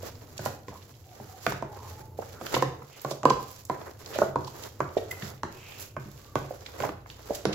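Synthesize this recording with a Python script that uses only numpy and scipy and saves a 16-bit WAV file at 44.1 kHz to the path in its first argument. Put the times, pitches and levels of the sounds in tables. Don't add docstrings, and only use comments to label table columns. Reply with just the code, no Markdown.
import sys
import numpy as np
from scipy import signal
from scipy.fft import rfft, irfft, next_fast_len
from scipy.io import wavfile
from scipy.ndimage import map_coordinates

SR = 44100
rng = np.random.default_rng(int(sys.argv[2]) if len(sys.argv) > 2 else 0)


def generate_wav(sig):
    pcm = np.round(np.clip(np.atleast_2d(sig).T, -1, 1) * 32767).astype(np.int16)
    wavfile.write(sys.argv[1], SR, pcm)


N = 332514

# t/s, level/dB
RUMBLE_ENVELOPE = [(0, -45), (0.85, -50.5), (1.35, -54.5), (2.0, -46.5), (2.8, -50), (2.9, -59),
                   (4.2, -48.5), (7.54, -53)]
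# t/s, level/dB
HUM_ENVELOPE = [(5.75, -84), (6.1, -57.5), (7.54, -53)]
# f/Hz, relative level/dB
RUMBLE_SPECTRUM = [(20, -17.5), (55, -19.5), (88, 2), (130, -5), (175, -18), (450, -18), (2000, -47.5),
                   (16000, -43)]
RUB_SPECTRUM = [(70, -20.5), (130, -12.5), (430, 6.5), (700, 1), (1250, -2), (2000, -8.5), (4000, -33)]
SQUELCH_SPECTRUM = [(700, 5.5), (2000, 2.5), (3200, 1), (7500, 2.5), (16000, -129)]
FIZZ_SPECTRUM = [(2400, -26.5), (4500, -15.5), (8000, -16), (12000, -17)]
SLAP_SPECTRUM = [(900, 10.5), (2600, -2.5), (7000, -2.5), (11000, -14.5), (16000, -42)]
# t/s at full pressure, rise time/s, squelch level/dB, rub level/dB
PALM_PRESSES = [(0.064, 0.044, -45.5, -41.5), (0.471, 0.074, -45, -43.5), (1.5, 0.1, -45.5, -53),
                (1.89, 0.066, -51, -49), (2.546, 0.067, -39, -35), (3.11, 0.17, -48.5, -48.5),
                (3.32, 0.012, -51, -41), (4.219, 0.1, -44, -38), (4.634, 0.092, -48, -48),
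                (5.259, 0.051, -43, -41.5), (5.826, 0.072, -46.5, -55), (6.829, 0.046, -44.5, -34),
                (7.359, 0.058, -45, -43.5)]
# start t/s, end t/s, squelch level/dB, rub level/dB
FINGER_DRAGS = [(0.084, 0.4, -61.5, -60), (0.663, 0.855, -58.5, -63), (0.9, 1.13, -63, -77),
                (1.117, 1.46, -58.5, -55), (1.714, 2.008, -57.5, -53.5), (2.168, 2.326, -55, -54),
                (2.91, 3.05, -63, -73), (3.37, 3.6, -53.5, -70), (3.684, 3.889, -57, -47),
                (3.984, 4.16, -56, -70), (4.382, 4.955, -60.5, -57.5), (4.955, 5.2, -55.5, -48),
                (5.508, 5.8, -55, -53.5), (5.991, 6.297, -58.5, -59.5), (6.346, 6.795, -56.5, -54),
                (7.06, 7.323, -57, -53.5), (7.474, 7.54, -76, -41)]
# t/s at the peak, f/Hz, swell time/s, glide/(Hz/s), level/dB
AIR_POCKETS = [(0.035, 540, 0.002, 0, -39.5), (2.191, 550, 0.00099, 10020, -30),
               (3.2395, 680, 0.00078, 0, -33), (4.162, 600, 0.0016, 0, -32),
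               (4.2195, 574.6, 0.0011, 0, -19), (4.2205, 1180, 0.0025, 130000, -26.5),
               (4.9703, 520, .0011, 18000, -20.5), (5.1145, 2030, 0.0028, -2, -35.5),
               (6.5105, 600, 0.0014, 0, -33.5), (7.302, 507, 0.0032, 12011, -33.5),
               (7.3078, 560, .001, 10000, -26)]
# t/s, centre f/Hz, level/dB
STRAND_SNAPS = [(1.465, 10400, -42), (2.187, 10000, -54), (3.0168, 12000, -42.5), (3.514, 11100, -46),
                (3.6519, 8700, -43.5), (4.0606, 4530, -43), (4.4463, 4380, -46.5), (5.114, 2180, -42.5),
                (5.721, 2400, -45.5), (6.3548, 8200, -45), (6.891, 2200, -44), (7.101, 2800, -44.5)]
# t/s, duration/s, centre f/Hz, level/dB
TEARS_AND_TAPS = [(0.378, 0.0062, 4760, -38), (0.451, 0.0083, 8950, -34.5), (1.465, 0.003, 1830, -29.5),
                  (2.218, 0.016, 640, -37.5), (2.465, 0.0041, 1740, -36.5), (2.542, 0.013, 2440, -25.5),
                  (2.604, 0.0078, 1380, -51), (2.819, 0.0081, 650, -44), (3.105, 0.02, 5040, -34.5),
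                  (3.297, 0.0097, 3060, -29.5), (4.126, 0.056, 2330, -35.5), (4.465, 0.022, 4660, -43),
                  (4.634, 0.0071, 4600, -40), (4.969, 0.017, 2690, -39.5), (5.108, 0.013, 9700, -35),
                  (5.222, 0.0051, 1860, -39), (5.793, 0.036, 10900, -36.5), (6.66, 0.008, 2580, -39.5),
                  (6.822, 0.0021, 1700, -39), (7.059, 0.0052, 834, -46.5), (7.346, 0.014, 5900, -34.5),
                  (7.523, 0.022, 3240, -33.5)]
# t/s, contact time/s, base f/Hz, base level/dB, wall f/Hz, wall level/dB, slap level/dB
BASIN_KNOCKS = [(0.393, 0.00075, 664, -37, 950, -55, -49), (0.46, 0.0016, 716, -26.5, 927, -33, -36),
                (0.683, 0.001, 350, -41, 1000, -43.5, -45), (1.2, 0.00055, 596, -50.5, 745, -44.5, -76),
                (1.4653, 0.0007, 630, -24.5, 1210, -28.5, -38), (1.522, 0.00081, 520, -36, 910, -36, -35),
                (1.624, 0.002, 570, -32, 1010, -33, -44), (2.412, 0.0013, 570, -38.5, 1220, -45.5, -49),
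                (2.542, 0.00099, 573, -25.5, 910, -27, -29), (2.565, 0.0018, 556, -27.5, 1064, -26, -60),
                (2.624, 0.0011, 463, -23, 1044, -22, -29), (3.048, 0.0011, 614, -29.5, 1030, -33.5, -40),
                (3.112, 0.0023, 570, -31.5, 1076, -41, -60), (3.232, 0.00048, 577, -41, 1130, -36, -41.5),
                (3.254, 0.0017, 425, -18.5, 1054, -14.5, -27.5), (3.304, 0.0011, 560, -26, 1034, -19, -39),
                (3.698, 0.0011, 660, -26.5, 970, -27, -42), (4.187, 0.00132, 516, -24.5, 1000, -34, -33),
                (4.358, 0.00091, 460, -26, 977, -21.5, -42.5), (4.804, 0.00082, 487, -25, 1043, -24, -40.5),
                (5.433, 0.00075, 580, -33.5, 1017, -28, -37),
                (5.966, 0.00063, 564, -35.5, 1065, -34, -50.5),
                (6.356, 0.00086, 407, -24, 1133, -26.5, -32.5), (6.803, 0.00061, 575, -31, 1040, -36, -40),
                (6.835, 0.0034, 724, -28, 997, -33, -55), (6.891, 0.00068, 377, -36, 1126, -39, -71),
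                (7.454, 0.0011, 480, -24, 1150, -32.5, -28)]
# f/Hz, relative level/dB, T60/s
TABLE_MODES = [(137.4, 2, 0.14), (207.3, 1, 0.13), (311.8, -1.5, 0.15), (386.6, -3.5, 0.2)]
RIM_MODES = [(1243, -8.5, 0.008), (1439, -17.5, 0.021), (1907, -2.5, 0.0035)]
# t/s at the peak, rise time/s, f/Hz, bandwidth/Hz, level/dB
SLIP_SQUEAKS = [(0.728, 0.01, 824, 500, -46.5), (0.761, 0.01, 1066, 122, -49),
                (1.11, 0.046, 729, 100, -55.5), (1.35, 0.067, 760, 65, -54), (1.73, 0.033, 835, 110, -50),
                (1.83, 0.04, 981, 260, -48.5), (2.02, 0.098, 850, 44.7, -55),
                (2.38, 0.039, 1370, 350, -55.5), (2.953, 0.025, 2630, 1300, -56.5),
                (4.48, 0.0043, 930, 250, -38.5), (5.691, 0.096, 2600, 890, -53.5),
                (6.295, 0.068, 1170, 71, -60)]
# t/s, duration/s, low-pass corner f/Hz, level/dB
LUMP_FLOPS = [(2.572, 0.022, 200, -38), (2.63, 0.003, 600, -34), (2.807, 0.0093, 120, -46.5),
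              (3.051, 0.0061, 169, -58), (4.206, 0.011, 300, -31), (4.358, 0.026, 300, -34),
              (5.216, 0.0081, 109, -32.5), (6.048, 0.0057, 203, -38.5), (7.453, 0.022, 600, -25.5)]
# f/Hz, T60/s
REVERB_TIMES = [(120, 0.48), (1000, 0.48), (5000, 0.45), (14000, 0.33)]
# f/Hz, gain/dB
ROOM_RESPONSE = [(80, 13), (250, -3), (390, 5), (560, 0.5), (760, 2), (1030, -3.5), (1350, 2), (2500, 4.5),
                 (12000, 3)]
MICROPHONE_RESPONSE = [(7400, 0), (8000, -4), (8350, -16), (8900, -18), (10800, 0)]

WET_DB = -50


def amp(db):
    return 10 ** (np.asarray(db) / 20)


def unit(x):
    return x / np.sqrt(np.mean(x ** 2) + 1e-20)


def burst(x):
    return x * np.sqrt(.01 * SR / (np.sum(x ** 2, axis=-1, keepdims=True) + 1e-20))


def along(points, hz):
    f, values = np.transpose(points)
    return np.interp(np.log(hz + 1), np.log(f + 1), values)


def envelope(points):
    return np.interp(np.arange(N) / SR, *np.transpose(points))


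def wobble(rate):
    return map_coordinates(rng.standard_normal(int(N * rate / SR) + 4), [np.arange(N) * rate / SR])


def filtered(x, response):
    n = x.shape[-1]
    size = next_fast_len(n + 4096)
    return irfft(rfft(x, size) * response(np.fft.rfftfreq(size, 1 / SR)), size)[..., :n]


def coloured(x, spectrum):
    return filtered(x, lambda hz: amp(along(spectrum, hz)))


def band(x, centre_hz, octaves):
    return filtered(x, lambda hz: np.exp(-.5 * (np.log2((hz + 1) / centre_hz) / octaves) ** 2))


def stereo(pair, side=1.0):
    return np.array([pair[0] + side * pair[1], pair[0] - side * pair[1]])


def add(track, s, sound):
    start = max(0, round(s * SR))
    part = sound[..., :max(0, N - start)]
    track[:, start:start + part.shape[-1]] += part


def ring(t, hz, t60, attack):
    t = np.maximum(t, 0)
    return np.sin(2 * np.pi * hz * t) * amp(-60 * t / t60) * (1 - np.exp(-(t / attack) ** 2))


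def crackle(n, rate, spread_db, hiss):
    impulses = (rng.random(n) < rate / SR) * amp(spread_db * np.clip(rng.standard_normal(n), -2, 2))
    return unit(unit(impulses * rng.standard_normal((2, n))) + hiss * rng.standard_normal((2, n)))


def background(hum_hz=57.5):
    rumble = unit(coloured(stereo(rng.standard_normal((2, N)), side=0.1), RUMBLE_SPECTRUM))
    hum = amp(envelope(HUM_ENVELOPE) + 0.91 * wobble(5.7)) * np.sin(2 * np.pi * hum_hz * np.arange(N) / SR)
    return amp(envelope(RUMBLE_ENVELOPE) + 0.28 * wobble(5.4)) * rumble + hum


def stroke_levels(grab_s=0.011, release_db_per_s=169, rest_db=-71):
    t = np.arange(N) / SR
    release = lambda end: amp(-release_db_per_s * np.maximum(t - end, 0))
    strokes = [(np.exp(np.minimum(t - s, 0) / rise) * release(s), levels)
               for s, rise, *levels in PALM_PRESSES]
    strokes += [(np.clip((t - start) / grab_s, 0, 1) * release(end), levels)
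                for start, end, *levels in FINGER_DRAGS]
    power = sum(np.outer(amp(levels) ** 2, shape ** 2) for shape, levels in strokes)
    return 10 * np.log10(power + amp(rest_db) ** 2)


def kneading():
    squelch_db, rub_db = stroke_levels()
    wetness_db = squelch_db - WET_DB
    grip, stick = wobble(45), wobble(110)
    drag = crackle(N, rate=900, spread_db=3.5, hiss=1)
    pops = crackle(N, rate=900, spread_db=5, hiss=1.5)
    prickle = crackle(N, rate=800, spread_db=5, hiss=1.15)
    rub = unit(coloured(stereo(drag, side=0.74), RUB_SPECTRUM))
    squelch = unit(coloured(stereo(pops), SQUELCH_SPECTRUM))
    fizz = unit(coloured(stereo(prickle), FIZZ_SPECTRUM))
    rub *= amp(rub_db + 3.5 * grip)
    squelch *= amp(WET_DB + 1.15 * wetness_db + 0.5 * (grip + stick))
    fizz *= amp(-48 + 1.1 * wetness_db + 2 * (grip + stick))
    return rub * amp([[-1.5], [1.2]]) + (squelch + fizz) * amp([[-4.2], [1.4]])


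def bubbles(echo_s=.0155, echo_db=-11.5, send_db=-7):
    out, t = np.zeros((2, N)), np.arange(-SR // 50, SR // 25) / SR
    for s, hz, swell, glide, db in AIR_POCKETS:
        pitch = hz + hz / 2 * np.tanh(2 * glide * t / hz)
        u = t / swell
        shape = np.where(t < 0, np.exp(-.5 * u ** 2), np.exp(1 - np.hypot(1, 2 * u / 1.05)))
        pop = amp(db) * burst(np.sin(2 * np.pi * np.cumsum(pitch) / SR) * shape)
        add(out, s + t[0], pop * amp([[-3.5], [2.3]]) + amp(-3.5) * shudder(pop))
        add(out, s + t[0] + echo_s, amp(echo_db) * pop * amp([[2], [-2]]))
    return out + room(amp(send_db) * out.mean(axis=0))


def shudder(x, t60=.017):
    age = np.arange(len(x)) / SR
    scatter = stereo(rng.standard_normal((2, len(x))), side=0.53) * amp(-60 * age / t60) * (age > .003)
    return signal.fftconvolve(x[None], scatter / np.linalg.norm(scatter[0]), axes=1)[:, :len(x)]


def room(x, build_up_s=0.0013):
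    out, hop = np.zeros((2, N)), SR // 3
    for start in range(0, N, hop):
        hz, t, field = signal.stft(rng.standard_normal((2, 2 * SR // 3)), SR, nperseg=512)
        width = along([(130, 0.058), (500, 0.55), (2000, 1.0)], hz)
        decay_db = 60 * t / along(REVERB_TIMES, hz)[:, None]
        field = stereo(field, width[:, None]) * amp(along(ROOM_RESPONSE, hz)[:, None] - decay_db)
        tail = signal.istft(field, SR, nperseg=512)[1]
        onset = 1 - np.exp(-np.arange(tail.shape[1]) / SR / build_up_s)
        tail = tail * onset / np.sqrt(SR / 20)
        add(out, start / SR, signal.fftconvolve(x[None, start:start + hop], tail, axes=1))
    return out * amp([[-1], [1]])


def snaps(ticks_per_s=22, tick_hz=4200, t60=0.018):
    out, t = np.zeros((2, N)), np.arange(SR // 60) / SR
    wetness_db = stroke_levels()[0] - WET_DB
    onsets = np.flatnonzero(rng.random(N) < ticks_per_s / SR)
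    deviations = np.clip(rng.standard_normal((len(onsets), 2)), -2, 2)
    ticks = [(i / SR, tick_hz * 2 ** (.5 * pitch), -55 + 0.79 * wetness_db[i] + 3 * size)
             for i, (pitch, size) in zip(onsets, deviations)]
    for s, hz, db in STRAND_SNAPS + ticks:
        click = band(rng.standard_normal((2, len(t))) * amp(-60 * t / t60), hz, octaves=0.61)
        add(out, s, amp(db) * burst(stereo(click, side=0.95)))
    return out * amp([[-2.5], [1.5]])


def tears_and_taps():
    out, t = np.zeros((2, N)), np.arange(SR // 12) / SR
    for s, length, centre_hz, db in TEARS_AND_TAPS:
        u = t / length
        noise = crackle(len(t), rate=5500, spread_db=5.5, hiss=0.64) * u * np.exp(-2.2 * u ** 2)
        add(out, s, amp(db) * burst(stereo(band(noise, centre_hz, octaves=0.86))))
    return out * amp([[-2.5], [1.5]])


def struck_modes(t, modes, attack):
    total = np.zeros(len(t))
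    for hz, db, t60 in modes:
        gain = amp(db + 2 * rng.standard_normal())
        total += gain * ring(t, hz * (1 + 0.047 * rng.standard_normal()), t60, attack)
    return burst(total)


def knocks(firm_db=-25, firm_contact_s=.001, base_cut_hz=170, slap_t60=0.01):
    out, t = np.zeros((2, N)), np.arange(-SR // 50, SR // 6) / SR
    for s, contact, base_hz, base_db, wall_hz, wall_db, slap_db in BASIN_KNOCKS:
        softness = np.log2(contact / firm_contact_s)
        blow_db = 20 * np.log10(np.hypot(amp(base_db), amp(wall_db)))
        thud_db = -32 + 0.59 * (blow_db - firm_db) - 2.5 * softness
        rim_db = base_db - 10.5 - 7 * softness
        belly = amp(-13) * burst(ring(t - 2 * contact, hz=408, t60=0.0094, attack=contact))
        base = burst(ring(t, base_hz, t60=.0075, attack=0.75 * contact))
        base = amp(base_db) * burst(filtered(base + belly, lambda hz: 1j * hz / (base_cut_hz + 1j * hz)))
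        wall = amp(wall_db) * burst(ring(t, wall_hz, t60=0.019, attack=contact))
        wall += amp(rim_db) * struck_modes(t, RIM_MODES, attack=contact)
        thud = amp(thud_db) * struck_modes(t, TABLE_MODES, attack=3 * contact)
        slap = coloured(rng.standard_normal((2, len(t))), SLAP_SPECTRUM)
        slap *= amp(-60 * np.abs(t) / slap_t60) * (t > 0)
        slap = amp(slap_db) * burst(stereo(slap, side=0.81))
        direct = (base + slap) * amp([[-4], [2.6]]) + wall * amp([[-1.2], [1]]) + thud
        add(out, s + t[0], direct + amp(-6) * shudder(base + wall))
    return out


def squeaks(tighten_per_s=.16):
    out, t = np.zeros((2, N)), np.arange(-SR // 4, SR // 4) / SR
    for s, rise, centre_hz, width_hz, db in SLIP_SQUEAKS:
        waver = filtered(rng.standard_normal((2, len(t))), lambda hz: 1 / (1 + (2 * hz / width_hz) ** 2))
        phase = 2 * np.pi * centre_hz * t * (1 + tighten_per_s * t / 2)
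        swell = np.exp(-.5 * (t / rise) ** 2)
        squeak = (waver[0] * np.cos(phase) + waver[1] * np.sin(phase)) * swell
        add(out, s + t[0], amp(db) * squeak * np.linalg.norm(swell) / np.linalg.norm(squeak))
    return out * amp([[-1.5], [1.5]])


def flops():
    out, t = np.zeros((2, N)), np.arange(SR // 4) / SR
    for s, length, corner_hz, db in LUMP_FLOPS:
        force = rng.standard_normal(len(t)) * np.exp(-(t / length) ** 2)
        table = np.zeros(len(t))
        for hz, mode_db, t60 in TABLE_MODES:
            response = signal.fftconvolve(force, ring(t, hz, t60, attack=0.01))[:len(t)]
            table += amp(mode_db) * burst(response) / (1 + (hz / corner_hz) ** 2)
        add(out, s, amp(db) * burst(table))
    return out


def scene(cut_hz=50):
    basin = filtered(knocks() + flops(), lambda hz: (1j * hz / (cut_hz + 1j * hz)) ** 2)
    handling = tears_and_taps() + snaps() + squeaks()
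    send = amp(-4.5) * basin.mean(axis=0) + amp(-6.5) * handling.mean(axis=0)
    return basin + handling + bubbles() + kneading() + room(send) + background()


def record(dry):
    top_hz = 15700
    sound = np.clip(coloured(dry, MICROPHONE_RESPONSE), -.97, .97)
    return filtered(sound, lambda hz: 1 / np.sqrt(1 + (hz / top_hz) ** 160))


dry = scene()
out = record(dry)
generate_wav(out)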